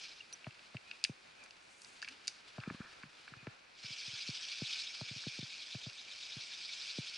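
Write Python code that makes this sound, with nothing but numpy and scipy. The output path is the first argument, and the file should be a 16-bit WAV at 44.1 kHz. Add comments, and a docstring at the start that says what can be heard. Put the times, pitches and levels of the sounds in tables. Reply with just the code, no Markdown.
"""Creekside fishing in light rain

Heard from inside a waterproof camera housing worn by an angler. Over the steady wash of the water,
drops flex the case into thumps and ring it with ticks. Tackle clacks, a cast lets line hiss off the
spool and a sleeve rustles; then the spinning reel winds in, its rasp throbbing with the rotor."""
import sys
import numpy as np
from scipy import signal
from scipy.fft import rfft, irfft, next_fast_len
from scipy.io import wavfile
from scipy.ndimage import uniform_filter1d

SR = 44100
rng = np.random.default_rng(int(sys.argv[2]) if len(sys.argv) > 2 else 0)


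def master(y):
    """Save y as 16-bit WAV."""
    cut = np.clip(np.atleast_2d(y).T, -1, 1)
    pcm = np.round(cut * 32767)  # scale
    wavfile.write(sys.argv[1], SR, pcm.astype(np.int16))


N = 316197
T = np.arange(N) / SR


def undb(db):
    """Decibels to gain."""
    return 10 ** (np.asarray(db) / 20)


def unit(x):
    """Scale to rms 1."""
    return x / np.sqrt(np.mean(x ** 2))


def curve(rows):
    """An automation curve: straight lines between (t/s, value) rows."""
    return np.interp(T, *np.transpose(rows))


def bell(f, centre_hz, octaves):
    """A bell on a log-frequency axis, peak 1."""
    return np.exp(-.5 * (np.log2(np.maximum(f, 1) / centre_hz) / octaves) ** 2)


def colour(x, eq):
    """Filter by an EQ curve of (f/Hz, gain/dB) rows."""
    hz, db = np.transpose(eq)
    f = np.maximum(np.fft.rfftfreq(len(x), 1 / SR), 1)
    return irfft(rfft(x) * undb(np.interp(np.log(f), np.log(hz), db)), len(x))


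def noise(eq):
    """White noise through an EQ curve, rms 1."""
    return unit(colour(rng.standard_normal(next_fast_len(N)), eq)[:N])


def wander(per_second):
    """A random modulator that glides to a new value per_second times a second, rms 1."""
    knots = rng.standard_normal(2048)
    return unit(np.interp(T * per_second, np.arange(len(knots)), knots))


def grains(eq, per_second, scatter_db):
    """Dense tiny clicks of uneven size through an EQ curve, rms 1."""
    size = next_fast_len(N)
    clicks = (rng.random(size) < per_second / SR) * rng.choice([-1, 1], size)
    gains = undb(scatter_db * rng.standard_normal(size))
    return unit(colour(clicks * gains, eq)[:N])


def stereo(mid, side):
    """Left and right from mid and side."""
    return np.array([mid + side, mid - side])


def add(track, start, sound):
    """Mix a sound in at start seconds."""
    i = int(start * SR)
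    track[..., i:i + sound.shape[-1]] += sound[..., :N - i]


# EQ of the water bed: f/Hz, gain/dB
CREEK_EQ = [(15, -39), (25, -8), (59, -8.5), (165, -6), (223, -4), (254, -5), (603, -4), (1200, -4.5),
            (1330, -2.5), (1470, -1), (1850, -4), (2640, -2.5), (3160, -7.5), (4510, -5), (11000, -30.5),
            (14300, -100), (22000, -120)]
# its stereo width: f/Hz, side minus mid/dB
CREEK_WIDTH = [(60, -14.5), (250, -4), (600, 3), (1100, 3.5), (1700, -1), (2500, -0.5), (5000, -7.5),
               (9000, 3)]


def creek(wash_db=-64, flicker_db=1.0, patter_db=-72, hollow_hz=2420, hollow_width_hz=330, hollow_db=-70):
    """Steady wash of water with a faint patter of rain on leaves; the case adds a hollow ring."""
    wash = stereo(noise(CREEK_EQ), colour(noise(CREEK_EQ), CREEK_WIDTH))
    wash *= undb(wash_db + flicker_db * wander(21))
    patter = grains(CREEK_EQ[len(CREEK_EQ) // 2:], per_second=250, scatter_db=5.5)
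    patter = signal.sosfilt(signal.butter(2, 1200, "high", fs=SR, output="sos"), patter)
    case_peak = signal.iirpeak(hollow_hz, hollow_hz / hollow_width_hz, fs=SR)
    hollow = signal.lfilter(*case_peak, rng.standard_normal(N))
    return wash + undb(patter_db) * unit(patter) + undb(hollow_db) * unit(hollow)


# pings, a squeak, faint far whistles and a plop: t/s, length/s, start f/Hz, end f/Hz, level/dB
TONES = [(.202, .014, 2820, 2780, -42), (.3255, .006, 4250, 4200, -44), (.328, .011, 10000, 9900, -51),
         (.329, .019, 5870, 5830, -41.5), (.8, .22, 2420, 2580, -58), (.97, .18, 2560, 2360, -56),
         (1.35, .14, 2470, 2350, -58), (2.07, .09, 220, 310, -63.5), (3.355, .09, 2540, 2400, -58)]


def tones(waver=0.04):
    """Short gliding tones that swell and fade; the longer ones are more unsteady."""
    out, longest = np.zeros(N), max(row[1] for row in TONES)
    for start, length, first_hz, last_hz, db in TONES:
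        size = int(length * SR)
        wobble = waver * np.sqrt(length / longest) * wander(312)[:size]
        hz = np.linspace(first_hz, last_hz, size) * (1 + wobble)
        add(out, start, undb(db) * np.hanning(size) * np.sin(2 * np.pi * np.cumsum(hz) / SR))
    return out


def friction(levels, eq, flutter_db, side_db):
    """A soft, grainy rubbing hiss that flutters around a level curve."""
    hiss = grains(eq, per_second=8000, scatter_db=3)
    gain = undb(curve(levels) + flutter_db * wander(60))
    return gain * stereo(hiss, undb(side_db) * noise(eq))


# fader ride of the cloth rustle: t/s, level/dB
SLEEVE_LEVEL = [(2.0, -89), (2.1, -73), (2.52, -75), (2.62, -59), (2.78, -58.5), (3.05, -68.5),
                (3.3, -71.5), (3.51, -67), (3.7, -93)]
# its midrange EQ: f/Hz, gain/dB
SLEEVE_EQ = [(100, -5), (400, -6.5), (850, -8), (1250, 4.5), (1750, 7), (2050, -16), (2400, 7), (3300, -43),
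             (7000, -64)]


def sleeve():
    """A sleeve rubs near the housing."""
    return friction(SLEEVE_LEVEL, SLEEVE_EQ, flutter_db=3.0, side_db=-20)


# fader ride of the line hiss: t/s, level/dB
LINE_LEVEL = [(.75, -67), (1.0, -63.5), (1.15, -73), (1.8, -74), (2.08, -63), (2.35, -63), (2.6, -63),
              (3.1, -67.5), (3.22, -61), (3.6, -83)]
# its bright EQ: f/Hz, gain/dB
LINE_EQ = [(1000, -12), (2500, 0), (4800, 0), (6500, -11.5), (8300, -15), (10500, -22)]


def line_hiss():
    """Line rubs as it runs off the spool."""
    return friction(LINE_LEVEL, LINE_EQ, flutter_db=2.8, side_db=-15)


# swell of the whizz: t/s, level/dB
WHIZZ_LEVEL = [(1.4, -80), (1.68, -74.5), (1.82, -66), (1.97, -68.5), (2.15, -87), (2.3, -100)]
# its airy EQ: f/Hz, gain/dB
WHIZZ_EQ = [(3000, -33), (5700, 3), (8300, -0.5), (9200, -2.5), (10700, -9)]


def line_whizz():
    """At full speed the line adds a thin whizz."""
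    return friction(WHIZZ_LEVEL, WHIZZ_EQ, flutter_db=1.5, side_db=-17)


def flex(first_hz, rest_hz, length_s, settle_s=0.0022, rise_s=0.0007):
    """One flex of the case wall: fast bending waves arrive first, so the blow falls in pitch."""
    t = np.arange(4096) / SR
    cycles = rest_hz * t + (first_hz - rest_hz) * settle_s * (1 - np.exp(-t / settle_s))
    envelope = (1 - np.exp(-t / rise_s)) * np.exp(-(t / length_s) ** 2.6)
    return -envelope * np.sin(2 * np.pi * cycles)


# soft raindrops that only flex the case: t/s, level/dB, start f/Hz
SOFT_DROPS = [(1.0951, -40, 625), (3.32, -52.5, 438), (3.368, -53, 230), (3.4286, -54, 345),
              (3.844, -51, 295), (3.905, -52.5, 279), (4.08, -51, 279), (4.1334, -54, 220),
              (4.29, -40, 464), (4.6194, -36.5, 620), (5.112, -44.3, 302), (5.162, -48, 286),
              (5.268, -38, 660), (5.3889, -41.5, 680), (5.428, -43, 433), (6.3677, -44.5, 332),
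              (6.9849, -35.5, 710)]
# hard raindrops, a tap (in ticks) then a thump: t/s, thump level/dB, tap level/dB, tap centre f/Hz
HARD_DROPS = [(.4673, -40.5, -44.5, 1090), (0.7457, -40, -49.5, 800), (2.5815, -38.5, -44.5, 790),
              (3.469, -41.5, -43.5, 1160), (5.0116, -40.3, -46, 890), (5.747, -39.5, -50.5, 750),
              (5.8635, -41, -54, 700)]
# bumps as the camera is jostled: t/s, level/dB, start f/Hz, length/s
KNOCKS = [(2.675, -35, 470, 0.01), (2.7085, -32.5, 300, 0.0029), (2.719, -47, 260, 0.012),
          (2.746, -39, 270, 0.0043), (2.804, -35.5, 284, 0.0053), (3.038, -46, 288, 0.0056),
          (3.054, -57, 277, 0.026), (3.4715, -34, 650, 0.002)]


def thumps(hard_lag_s=.0044, hard_hz=316, cavity_hz=230, cavity_width_hz=90, cavity_db=-6, side_db=-26):
    """Drops and knocks flex the wall of the case; the air inside adds a hollow body."""
    out = np.zeros(N)
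    after_taps = [(start + hard_lag_s, db, hard_hz) for start, db, _, _ in HARD_DROPS]
    for start, db, first_hz in list(SOFT_DROPS) + after_taps:
        rest_hz = 121 * (first_hz / 400) ** 0.08  # a drop that starts higher ends a little higher
        add(out, start, undb(db) * flex(first_hz, rest_hz, length_s=.0172))
    for start, db, first_hz, length in KNOCKS:
        add(out, start, undb(db) * flex(first_hz, rest_hz=142, length_s=length))
    cavity = signal.lfilter(*signal.iirpeak(cavity_hz, cavity_hz / cavity_width_hz, fs=SR), out)
    low_cut = signal.butter(2, 55, "high", fs=SR, output="sos")
    out = signal.sosfilt(low_cut, out + undb(cavity_db) * cavity)
    return stereo(out, undb(side_db) * out)


# ringing modes of the housing: f/Hz, bandwidth/Hz, gain/dB
HOUSING_MODES = [(622, 90, 5.5), (1230, 690, 6), (1500, 320, 6), (1755, 96, -4), (2285, 74, -3),
                 (2677, 180, 5), (3830, 120, -7), (4430, 150, -1.5), (4870, 156, 2), (5870, 780, -2),
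                 (6870, 220, -5.5), (8440, 300, -4), (9870, 1400, -5)]
# light ticks of small drops and handling: t/s, level/dB, centre f/Hz
LIGHT_TICKS = [(0.444, -47, 2360), (0.5081, -53, 2730), (.593, -53.5, 2800), (0.7684, -42, 2720),
               (.9125, -39.5, 3020), (1.508, -51, 4060), (1.8184, -53, 6370), (1.8465, -51, 5200),
               (2.6023, -50.5, 3360), (2.636, -42.5, 1490), (2.7005, -41.5, 1340), (3.0333, -46, 1490),
               (3.2784, -47, 1680), (3.3374, -47, 1410), (5.238, -51.5, 1590)]
# clicks and clacks of the tackle: t/s, level/dB, centre f/Hz, spread/octaves, decay/s
TACKLE_CLACKS = [(.3268, -48.5, 6300, .95, 0.0018), (1.04, -25.5, 5340, 0.6, 0.0026),
                 (1.048, -29, 3270, 0.53, 0.0027), (1.438, -55.5, 6500, 0.48, .0073),
                 (2.018, -44.5, 4060, 0.58, 0.00057), (2.0249, -41.5, 4100, .6, 0.0076),
                 (2.0273, -39.5, 1730, 0.17, 0.0063), (2.046, -42.5, 2940, 0.65, 0.0056),
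                 (2.0771, -43, 1920, 0.42, 0.0037), (2.086, -41.5, 3200, 0.83, 0.0054),
                 (2.272, -42, 5200, .7, .003), (2.279, -30.3, 4950, 0.51, 0.0014),
                 (2.2799, -42, 2360, 0.34, 0.0017), (2.286, -55, 4800, 0.69, 0.0022)]


def ticks(tick_octaves=.48, tick_decay_s=.0018, tap_octaves=.95, tap_decay_s=.002,
          splash_db=-4, rise_s=.00076, tail_db=-27, tail_s=.035, side_db=-14):
    """Each contact rings the housing with a splash of noise; its centre and spread pick which modes ring."""
    light = [(start, db, hz, tick_octaves, tick_decay_s) for start, db, hz in LIGHT_TICKS]
    taps = [(start, db, hz, tap_octaves, tap_decay_s) for start, _, db, hz in HARD_DROPS]
    out, t = np.zeros((2, N)), np.arange(6144) / SR
    f = np.fft.rfftfreq(len(t), 1 / SR)
    hz, width, mode_db = np.transpose(HOUSING_MODES)
    mode_power = undb(2 * mode_db) / (1 + (2 * (f[:, None] - hz) / width) ** 2)
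    shell_eq = np.sqrt(mode_power.sum(axis=1)) * f / (f + hz[0])
    modes = np.exp(-np.pi * np.outer(width, t)) * np.sin(2 * np.pi * np.outer(hz, t))
    signs = (-1) ** np.arange(len(hz))
    trim = np.sqrt(.004 * SR / len(t))  # a level is the tick's energy spread over 4 ms
    for start, db, centre_hz, octaves, decay in list(TACKLE_CLACKS) + light + taps:
        ring = (signs * undb(mode_db) * bell(hz, centre_hz, octaves)) @ modes
        envelope = (1 - np.exp(-t / rise_s)) * (np.exp(-t / decay) + undb(tail_db) * np.exp(-t / tail_s))
        white = rfft(rng.standard_normal((2, len(t))))
        splash, side = irfft(white * bell(f, centre_hz, octaves) * shell_eq) * envelope
        low_cut = signal.butter(3, .32 * centre_hz, "high", fs=SR)  # light contacts carry no bass
        mid = unit(signal.lfilter(*low_cut, unit(ring) + undb(splash_db) * unit(splash)))
        add(out, start, undb(db) * trim * stereo(mid, undb(side_db) * unit(side)))
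    return out


# the resonance at the peak of each rotor sweep; it sinks early in the retrieve: t/s, f/Hz
ROTOR_RING = [(0, 3900), (3.8, 4700), (4.35, 4600), (4.55, 3660), (7.17, 3550)]


def rotor_sweep(rasp, away, far_hz=5200, octaves=0.17, near_db=6.0, far_db=0.5, flicker_db=2.2):
    """A resonance sinks and strengthens as the rotor comes round; narrow bands flicker on their own."""
    f, t, spectrum = signal.stft(rasp, SR, nperseg=512, noverlap=384)
    away, near_hz = np.interp(t, T, away), np.interp(t, T, curve(ROTOR_RING))
    ring_hz = near_hz + (far_hz - near_hz) * away
    boost_db = (near_db + (far_db - near_db) * away) * bell(f[:, None], ring_hz, octaves)
    flicker = uniform_filter1d(rng.standard_normal(spectrum.shape), size=5, axis=0)  # across bands
    flicker = unit(uniform_filter1d(flicker, size=9, axis=1))  # across time
    spectrum *= undb(boost_db + flicker_db * flicker)
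    return signal.istft(spectrum, SR, nperseg=512, noverlap=384)[1][:N]


# spells of even cranking, each starting on a rotor sweep: t/s, sweep rate/Hz
CRANKING = [(-.03, 13.5), (3.786, 14), (4.517, 14), (5.005, 10.8), (5.409, 9.35), (5.84, 7.05),
            (6.124, 9.7), (6.643, 11.6)]
# EQ of the rasp: f/Hz, gain/dB
RASP_EQ = [(500, -35), (1150, -21), (1430, -11), (1800, -10), (2020, -13), (2330, 4.5), (2700, 0),
           (3050, -1), (3480, 1.5), (4500, -0.5), (5100, 1), (6350, -8), (6900, -12.5), (7700, -16.5),
           (8400, -16.5), (9250, -28.5), (9900, -21.5), (10450, -30), (11000, -88)]
# fader ride on top of the speed law, out for the cast and back for the retrieve: t/s, gain/dB
RASP_FADER = [(0, -4), (.045, -2.5), (.11, -12.5), (.19, -13.5), (.4, -42), (3.68, -46), (3.78, -13),
              (3.85, -2.5), (4.1, 0), (4.6, 0), (4.81, 5), (4.88, -2.5), (5.15, .5), (6.55, 1), (6.85, 2),
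              (7.17, 0)]


def reel(base_db=-43.5, brisk_hz=15.04, db_per_doubling=7.5, ease_s=0.22,
         dip_db=1.5, flutter_db=0.77, hiss_db=-3, side_db=-18):
    """Wet line and gears rasp in tiny slips, louder at speed and swelling with each rotor sweep."""
    starts, rates = np.transpose(CRANKING)
    spell = np.searchsorted(starts, T) - 1
    away = np.abs(np.sin(np.pi * rates[spell] * (T - starts[spell])))  # 0 on a sweep, 1 midway between
    eased_hz = uniform_filter1d(rates[spell], int(ease_s * SR))
    db = base_db + db_per_doubling * np.log2(eased_hz / brisk_hz) + curve(RASP_FADER)
    db = db - dip_db * away + flutter_db * wander(110)
    rasp = grains(RASP_EQ, per_second=3500, scatter_db=3.5) + undb(hiss_db) * noise(RASP_EQ)
    return undb(db) * stereo(unit(rotor_sweep(rasp, away)), undb(side_db) * noise(RASP_EQ))


def scene():
    """The stereo mix of everything that reaches the housing."""
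    cast = line_hiss() + line_whizz() + sleeve()
    impacts = thumps() + ticks()
    return cast + impacts + tones() + reel() + creek()


def record(dry, top_hz=11050):
    """The camera cuts the top with a steep low-pass."""
    return signal.sosfilt(signal.ellip(10, .2, 70, top_hz, fs=SR, output="sos"), dry)


dry = scene()
out = record(dry)
master(out)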